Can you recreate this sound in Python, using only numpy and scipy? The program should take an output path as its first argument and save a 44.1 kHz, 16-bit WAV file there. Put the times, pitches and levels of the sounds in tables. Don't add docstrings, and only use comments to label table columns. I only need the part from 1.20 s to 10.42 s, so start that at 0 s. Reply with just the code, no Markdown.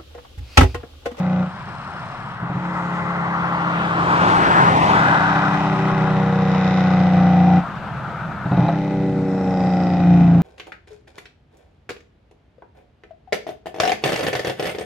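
import sys
import numpy as np
from scipy import signal
from scipy.fft import irfft
from scipy.io import wavfile
from scipy.ndimage import uniform_filter1d, map_coordinates

SR = 44100
rng = np.random.default_rng(int(sys.argv[2]) if len(sys.argv) > 2 else 0)


def store_wav(level_fs):
    pcm = np.round(np.clip(np.atleast_2d(level_fs), -1, 1) * 32767)
    wavfile.write(sys.argv[1], SR, pcm.T.astype(np.int16))


N = 406602
TIME = np.arange(N) / SR
FRAME_S = np.arange(N // 256 + 5)[:, None] * 256 / SR
BIN_HZ = np.fft.rfftfreq(1024, 1 / SR)

# time_s, turns_per_s
ENGINE_SPEED = [(0, 30.45), (.3, 30.3), (1.2, 35.87), (2, 34.7), (3, 33.9), (5.3, 31.34), (6.2, 29.73),
                (6.4, 29.74), (7.3, 33.7), (7.6, 32.8), (8.2, 31.28), (9.22, 28.36)]
# time_s, share (0-1)
THINNING = [(7.55, 0), (8.1, 0.7), (8.79, 1), (8.88, 0.14)]


def exhaust(step_s=.01, jitter_turns=.0012, lope=0.051, shake=0.081, puff_db=-13):
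    t = np.arange(0, N / SR + .02, step_s)[:, None]
    order = np.arange(257)
    rasp = order > 31
    both_mics = overtones(t, order, rasp)
    turns = crank_turns() + jitter_turns * drift(N, size=900)
    points = 2048
    wave = lambda lines: irfft(lines, points) * points / np.sqrt(2)
    rasp_bursts = bursts(np.arange(points) / points)
    cycles = [wave(lines * ~rasp) + wave(lines * rasp) * rasp_bursts for lines in both_mics]
    place = [TIME / step_s, turns % 1 * points]
    tone = np.array([map_coordinates(cycle, place, order=1, mode="grid-wrap") for cycle in cycles])
    tone = tone * (1 + lope * np.cos(np.pi * turns) + shake * drift(N, size=300))
    gas = to_sound(noise_pair() * unit(pipe_gain(BIN_HZ) * (BIN_HZ > 600)))
    rasp_gain = brake_gains(TIME)[-1]
    puffs = gas * bursts(turns) * rasp_gain * amp(puff_db)
    return (tone * amp(-1.76) + puffs * amp(4.5)) * amp([[.3], [-.3]])


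def overtones(t, order, rasp, firing_db=4, scatter=0.71, rasp_scatter=0.83, apart=0.58):
    # multiple of the engine speed, relative_db
    low_overtones = [(2, -34), (3, -20.5), (4, -14), (5, -6), (6, -2.5), (7, -26), (8, -17.5), (9, -4.5),
                     (10, -18.5), (11, -22.5), (12, -8.5), (13, -36), (14, -35), (15, -13), (16, -32),
                     (17, -23.5), (18, -12.5), (19, -30.5), (20, -25.5), (21, -17), (22, -21.5),
                     (23, -10.5), (24, -5), (25, -8.5), (26, -5), (27, -23.5), (28, -9), (29, -27),
                     (30, -14), (31, -35)]
    # time_s, boost_db
    honk = [(0, 8), (2.3, 9), (3.8, -9), (4.65, -16.5), (5.15, 13.5), (6.2, 0), (7.9, -5.5), (8.35, 6),
            (9, -9)]
    hz = curve(ENGINE_SPEED, t) * order
    boom, throb = np.isin(order, [3, 6]), np.isin(order, [2, 4, 5])
    middle, bark = (order > 6) & (order < 21), (order > 20) & (order < 32)
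    firing = order % 3 == 0
    rasp_shape = amp(-31) * pipe_gain(hz) * amp(firing_db * firing)
    gain = np.where(rasp, rasp_shape, amp(curve(low_overtones, order)))
    gain *= amp(curve(honk, t) * peak(hz, 520, width_hz=110, steepness=4))
    gain *= amp(5 * peak(hz, 780, width_hz=80))
    gain *= amp(-8 * peak(hz, 425, width_hz=35))
    gain *= amp(-12 * curve(THINNING, t) * peak(hz, 395, width_hz=65))
    phase = ringing_phase(gain.mean(0)) + 2 * np.pi * rng.random(len(order)) * rasp
    echoes = lambda: (drift(hz.shape, size=60) + 1j * drift(hz.shape, size=60)) / np.sqrt(2)
    echo_depth = np.select([rasp, middle | bark], [rasp_scatter, scatter], .1)
    lines = gain * np.exp(1j * phase) * (1 + echoes() * echo_depth)
    groups = [boom, throb, middle & firing, middle & ~firing, bark, rasp]
    level = np.zeros(hz.shape)
    for group, loudness in zip(groups, brake_gains(t)):
        level += group * loudness / np.linalg.norm(lines * group, axis=1, keepdims=True)
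    lines = lines * level
    side = abs(lines) * echoes() * apart * np.minimum(hz / 3000, 2)
    return lines + side, lines - side


def brake_gains(t):
    # base_db, favoured_turns_per_s, width_turns_per_s, swell_db, change_when_thin_db
    boom = (-42, 29.6, 3.5, 26, -9)
    throb = (-27, 31.8, 0.5, 5, -15)
    firing = (-37, 32, 1.34, 7.5, 0.5)
    between_firing = (-45, 29.5, 2.5, 14.5, -5)
    # time_s, bark_db, rasp_db
    edge = [(0, -32, -42), (2.4, -37, -53.5), (3.9, -24.5, -30.5), (5.15, -28, -38), (5.5, -27, -30),
            (6.3, -19.5, -36), (7.5, -29, -40), (7.62, -32.5, -40), (8.05, -35.5, -47), (8.4, -25, -39),
            (9, -26, -38), (9.22, -32, -48)]
    speed, thin = curve(ENGINE_SPEED, t), curve(THINNING, t)
    low = []
    for base_db, favoured, width, swell_db, thin_db in (boom, throb, firing, between_firing):
        level_db = base_db + swell_db * bell(speed, favoured, width) + thin_db * thin
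        low.append(amp(level_db) * nearness(t))
    high = [amp(curve(edge, t, column=1)), amp(curve(edge, t, column=2))]
    return np.array(low + high) * braking(t)


def pipe_gain(hz):
    # pitch_hz, width_hz, relative_db
    rings = [(980, 160, -18.5), (1330, 87, 1.5), (1475, 34, 4.5), (1990, 92, 5.5), (2463, 166, -1.5),
             (3075, 160, -10.5), (3760, 300, -9.5), (5380, 980, -19)]
    power = sum(amp(db) ** 2 * peak(hz, pitch, width) ** 2 for pitch, width, db in rings)
    return np.sqrt(power) / (1 + (hz / 7500) ** 6)


def braking(t):
    # start_s, end_s, build_up_s, release_s
    stretches = [(-.5, 0.23, .1, .035), (1.21, 6.385, 0.21, .02), (7.31, 9.4, 0.088, .02)]
    return sum(np.clip((t - start) / build_up, 0, 1) * np.exp(-np.maximum(t - end, 0) / release)
               for start, end, build_up, release in stretches)


def crank_turns():
    return np.cumsum(curve(ENGINE_SPEED, TIME)) / SR


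def bursts(turns, depth=.5, accent=.3):
    return unit(np.exp(depth * np.cos(6 * np.pi * turns) + accent * np.cos(2 * np.pi * turns)))


def nearness(t, start_m=190, speed_m_per_s=13.26):
    return start_m / (start_m - speed_m_per_s * t)


def pops(rise_s=0.0062):
    # start_s, thump_db, crack_db
    blasts = [(1.226, -8.5, -42), (1.296, -7.5, -31), (1.352, -6.5, -35), (7.255, -4.5, -27),
              (7.313, 2.5, -19), (7.334, -8, -22), (7.369, 0.5, -17.5), (7.391, 2.5, -22), (7.423, 1, -20),
              (7.447, -14, -18.5), (7.482, -29, -13)]
    # pitch_hz, relative_db, fade_s (time to fall 60 dB)
    thump = [(134.2, -11, 0.19), (173.5, -7, 0.11), (294, -20.5, 0.18), (396, -20.5, 0.074)]
    crack = [(554, -3.5, 0.077), (700, -3, 0.19), (797, 3.5, 0.062), (1400, -28, 0.037),
             (1980, -17.5, 0.088), (2550, -13, 0.047), (3800, -9, 0.022)]
    t, out = np.arange(SR // 4) / SR, np.zeros(N)

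    def ring(tones):
        return sum(amp(db - 60 * t / fade_s) * np.sin(2 * np.pi * hz * rng.uniform(0.94, 1.03) * t)
                   for hz, db, fade_s in tones)

    for start_s, thump_db, crack_db in blasts:
        rough = 1 + .5 * drift(len(t), size=30)
        blast = amp(thump_db) * ring(thump) + amp(crack_db) * ring(crack) * rough
        out[int(start_s * SR):][:len(t)] += blast * (1 - np.exp(-t / rise_s))
    return out * amp(0.5)


def burble(base_db=-37.5, braking_db=-1.5, thin_db=-10.5):
    # pitch_hz, relative_db
    spectrum = [(30, -26.5), (65, -14), (125, -1), (175, 2.5), (230, -23.5), (400, -34), (1500, -60)]
    level_db = base_db + braking_db * braking(TIME) + thin_db * curve(THINNING, TIME)
    return to_sound(noise_pair() * unit(amp(by_pitch(spectrum)))) * nearness(TIME) * amp(level_db)


def air_hisses():
    # start_s, end_s, pitch_hz, width_hz, level_db
    hisses = [(.2, 1.25, 8400, 700, -68), (0.203, 1.25, 5220, 395, -61.5), (0.198, 1.25, 4110, 298, -61),
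              (5.1, 5.95, 5150, 450, -54.5), (8.04, 8.79, 5370, 150, -54), (8.304, 8.85, 4870, 121, -52)]
    gain = 0
    for start, end, hz, width, db in hisses:
        progress = (2 * FRAME_S - start - end) / (end - start)
        swell = np.sqrt(np.clip(1 - progress ** 2, 0, 1))
        gain = gain + amp(db) * swell * unit(peak(BIN_HZ, hz, width))
    return to_sound(noise_pair() * gain) * bursts(crank_turns(), depth=.45, accent=.4)


def tyres(pass_s=3.47, speed_m_per_s=22.55, closest_m=10.75, mic_gap_ms=0.37, aim_rad=0.12):
    # pitch_hz, relative_db
    spectrum = [(30, -26), (70, -15.5), (130, 1), (250, -5), (450, -10), (700, -1), (950, 1), (1400, 1),
                (2000, -12.5), (3200, -18.5), (5500, -32.5), (8500, -40.5), (10500, -52.5), (15500, -54.5)]
    # closest_db, fall_coming_db, fall_going_db, truck_road_db, truck_road_rise_db_per_s
    rumble = (2.5, 29, 21.5, -38, 3.5)
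    roar = (2.5, 26.5, 24.5, -29.5, 1.96)
    hiss = (1, 27, 22.5, -17, -0.19)
    # start_s, length_s, change_db
    roar_drop = (7.56, 0.03, -14.5)
    # middle_s, half_length_s, pitch_hz, width_hz, change_db
    swells_and_dips = [(1.26, .14, 6600, 3970, -5.5), (1.652, 0.26, 8000, 3000, 5.5),
                       (1.86, 0.65, 1990, 185, 10.5), (2.086, 0.69, 1140, 446, 5.5),
                       (2.597, .09, 2960, 1100, 6.5), (3.04, 0.19, 5140, 6000, 4),
                       (3.297, 0.7, 10040, 3000, 5), (3.076, 0.58, 370, 120, 7.5),
                       (3.474, 0.19, 1780, 450, 6), (3.68, 0.55, 940, 136, 4.5),
                       (3.609, 0.11, 1510, 260, -19), (3.694, 0.1, 6140, 6850, 2.5),
                       (3.94, 0.26, 1580, 203.7, 10), (4.24, 0.084, 1280, 503, 3),
                       (4.475, .1, 1400, 500, -3), (6.903, 0.4, 1080, 90, -6.5),
                       (7.01, 0.27, 1330, 216, 3.5), (7.84, .35, 1230, 448, -5.5),
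                       (8.156, 0.81, 3100, 396, -14), (8.4, .45, 7500, 2000, 7)]
    # pitch_hz, left_minus_right_db
    lean = [(100, -0.5), (500, -0.5), (1100, 3.5), (2200, 4), (4000, -2), (8000, 2), (14000, -3.5)]
    ahead_m = speed_m_per_s * (FRAME_S - pass_s)
    distance_ratio = np.hypot(ahead_m / closest_m, 1)

    def band_db(closest_db, coming_db, going_db, truck_road_db, rise_db_per_s):
        car_db = closest_db - np.where(ahead_m < 0, coming_db, going_db) * np.log10(distance_ratio)
        return 20 * np.log10(np.hypot(amp(car_db), amp(truck_road_db + rise_db_per_s * FRAME_S)))

    drop_s, drop_length_s, drop_db = roar_drop
    roar_db = band_db(*roar) + drop_db * np.clip((FRAME_S - drop_s) / drop_length_s, 0, 1)
    low_share = by_pitch([(420, 0.95), (1000, 0.025)])
    high_share = by_pitch([(1500, 0.51), (3200, 1)])
    level_db = roar_db + low_share * (band_db(*rumble) - roar_db)
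    level_db += high_share * (band_db(*hiss) - roar_db)
    for middle_s, half_s, hz, width, db in swells_and_dips:
        level_db += db * bell(FRAME_S, middle_s, half_s) * bell(BIN_HZ, hz, width)
    patches_db = unit(uniform_filter1d(drift(level_db.shape, size=8), size=12, axis=1))
    noise = noise_pair(direct=0.33 / distance_ratio ** 2) * unit(amp(by_pitch(spectrum)))
    flutter_db = 0.72 * drift(FRAME_S.shape, size=4)
    noise *= amp(level_db + patches_db + flutter_db)
    delay_ms = mic_gap_ms * np.sin(np.arctan2(closest_m, ahead_m) - aim_rad)
    left = amp(by_pitch(lean) / 2) * np.exp(-1j * np.pi * BIN_HZ * delay_ms / 1000)
    return to_sound(noise * np.array([left, 1 / left])) * amp(-17.0)


def low_rumble(base_db=-62, lumpy_db=4):
    # pitch_hz, relative_db
    spectrum = [(20, -10), (60, -6.5), (130, 3), (250, -18.5), (400, 0), (800, -31), (3000, -67.5)]
    # middle_s, half_length_s, level_db
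    swells = [(.05, 0.15, -48), (2.2, 0.59, -42), (3.3, .2, -37), (5.066, .8, -35), (9.152, 0.29, -35)]
    lumps = unit(amp(lumpy_db * drift((N, 2), size=2500))).T
    gain = amp(base_db) + sum(amp(db) * bell(TIME, middle_s, half_s) for middle_s, half_s, db in swells)
    noise = np.array([white_noise(), white_noise()])
    return to_sound(noise * unit(amp(by_pitch(spectrum)))) * lumps * gain


def noise_pair(direct=0):
    # pitch_hz, likeness (0-1)
    likeness = [(50, 0.58), (180, 0.99), (900, 0.94), (2500, 0.65), (4500, 0.15), (9000, 0.26), (15000, .4)]
    same = by_pitch(likeness)
    same = same + (1 - same) * direct
    left = white_noise()
    return np.array([left, same * left + np.sqrt(1 - same ** 2) * white_noise()])


def white_noise():
    real, imag = rng.standard_normal((2, len(FRAME_S), len(BIN_HZ)))
    return real + 1j * imag


def to_sound(slices):
    wave = signal.istft(slices.swapaxes(-1, -2), nperseg=1024, noverlap=768)[1]
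    return wave[..., :N] * np.sqrt(3 / 1024)


def ringing_phase(gain):
    log_gain = np.log(np.maximum(gain, 1e-4))
    return -signal.hilbert(np.r_[log_gain, log_gain[-2:0:-1]]).imag[:len(gain)]


def drift(shape, size):
    return unit(uniform_filter1d(uniform_filter1d(rng.standard_normal(shape), size, 0), size, 0))


def peak(hz, pitch_hz, width_hz, steepness=2):
    return 1 / (1 + ((hz - pitch_hz) / width_hz) ** steepness)


def bell(x, middle, width):
    return np.exp(-((x - middle) / width) ** 2)


def curve(rows, x, column=1):
    rows = np.array(rows)
    return np.interp(x, rows[:, 0], rows[:, column])


def by_pitch(rows):
    hz, value = np.transpose(rows)
    return np.interp(np.log(BIN_HZ + 1), np.log(hz + 1), value)


def amp(db):
    return 10 ** (np.asarray(db) / 20)


def unit(x):
    return x / np.sqrt(np.mean(abs(x) ** 2) + 1e-20)


def scene():
    return exhaust() + pops() + burble() + air_hisses() + tyres() + low_rumble()


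def record(dry, cutoff_hz=15750):
    clipped = np.clip(dry, -.6, .6)
    rounded = clipped + .25 * np.tanh((dry - clipped) / .25)
    low_pass = signal.firwin(511, cutoff_hz, window=("kaiser", 9), fs=SR)
    return signal.oaconvolve(rounded, low_pass[None], "same")


dry = scene()
out = record(dry)
store_wav(out)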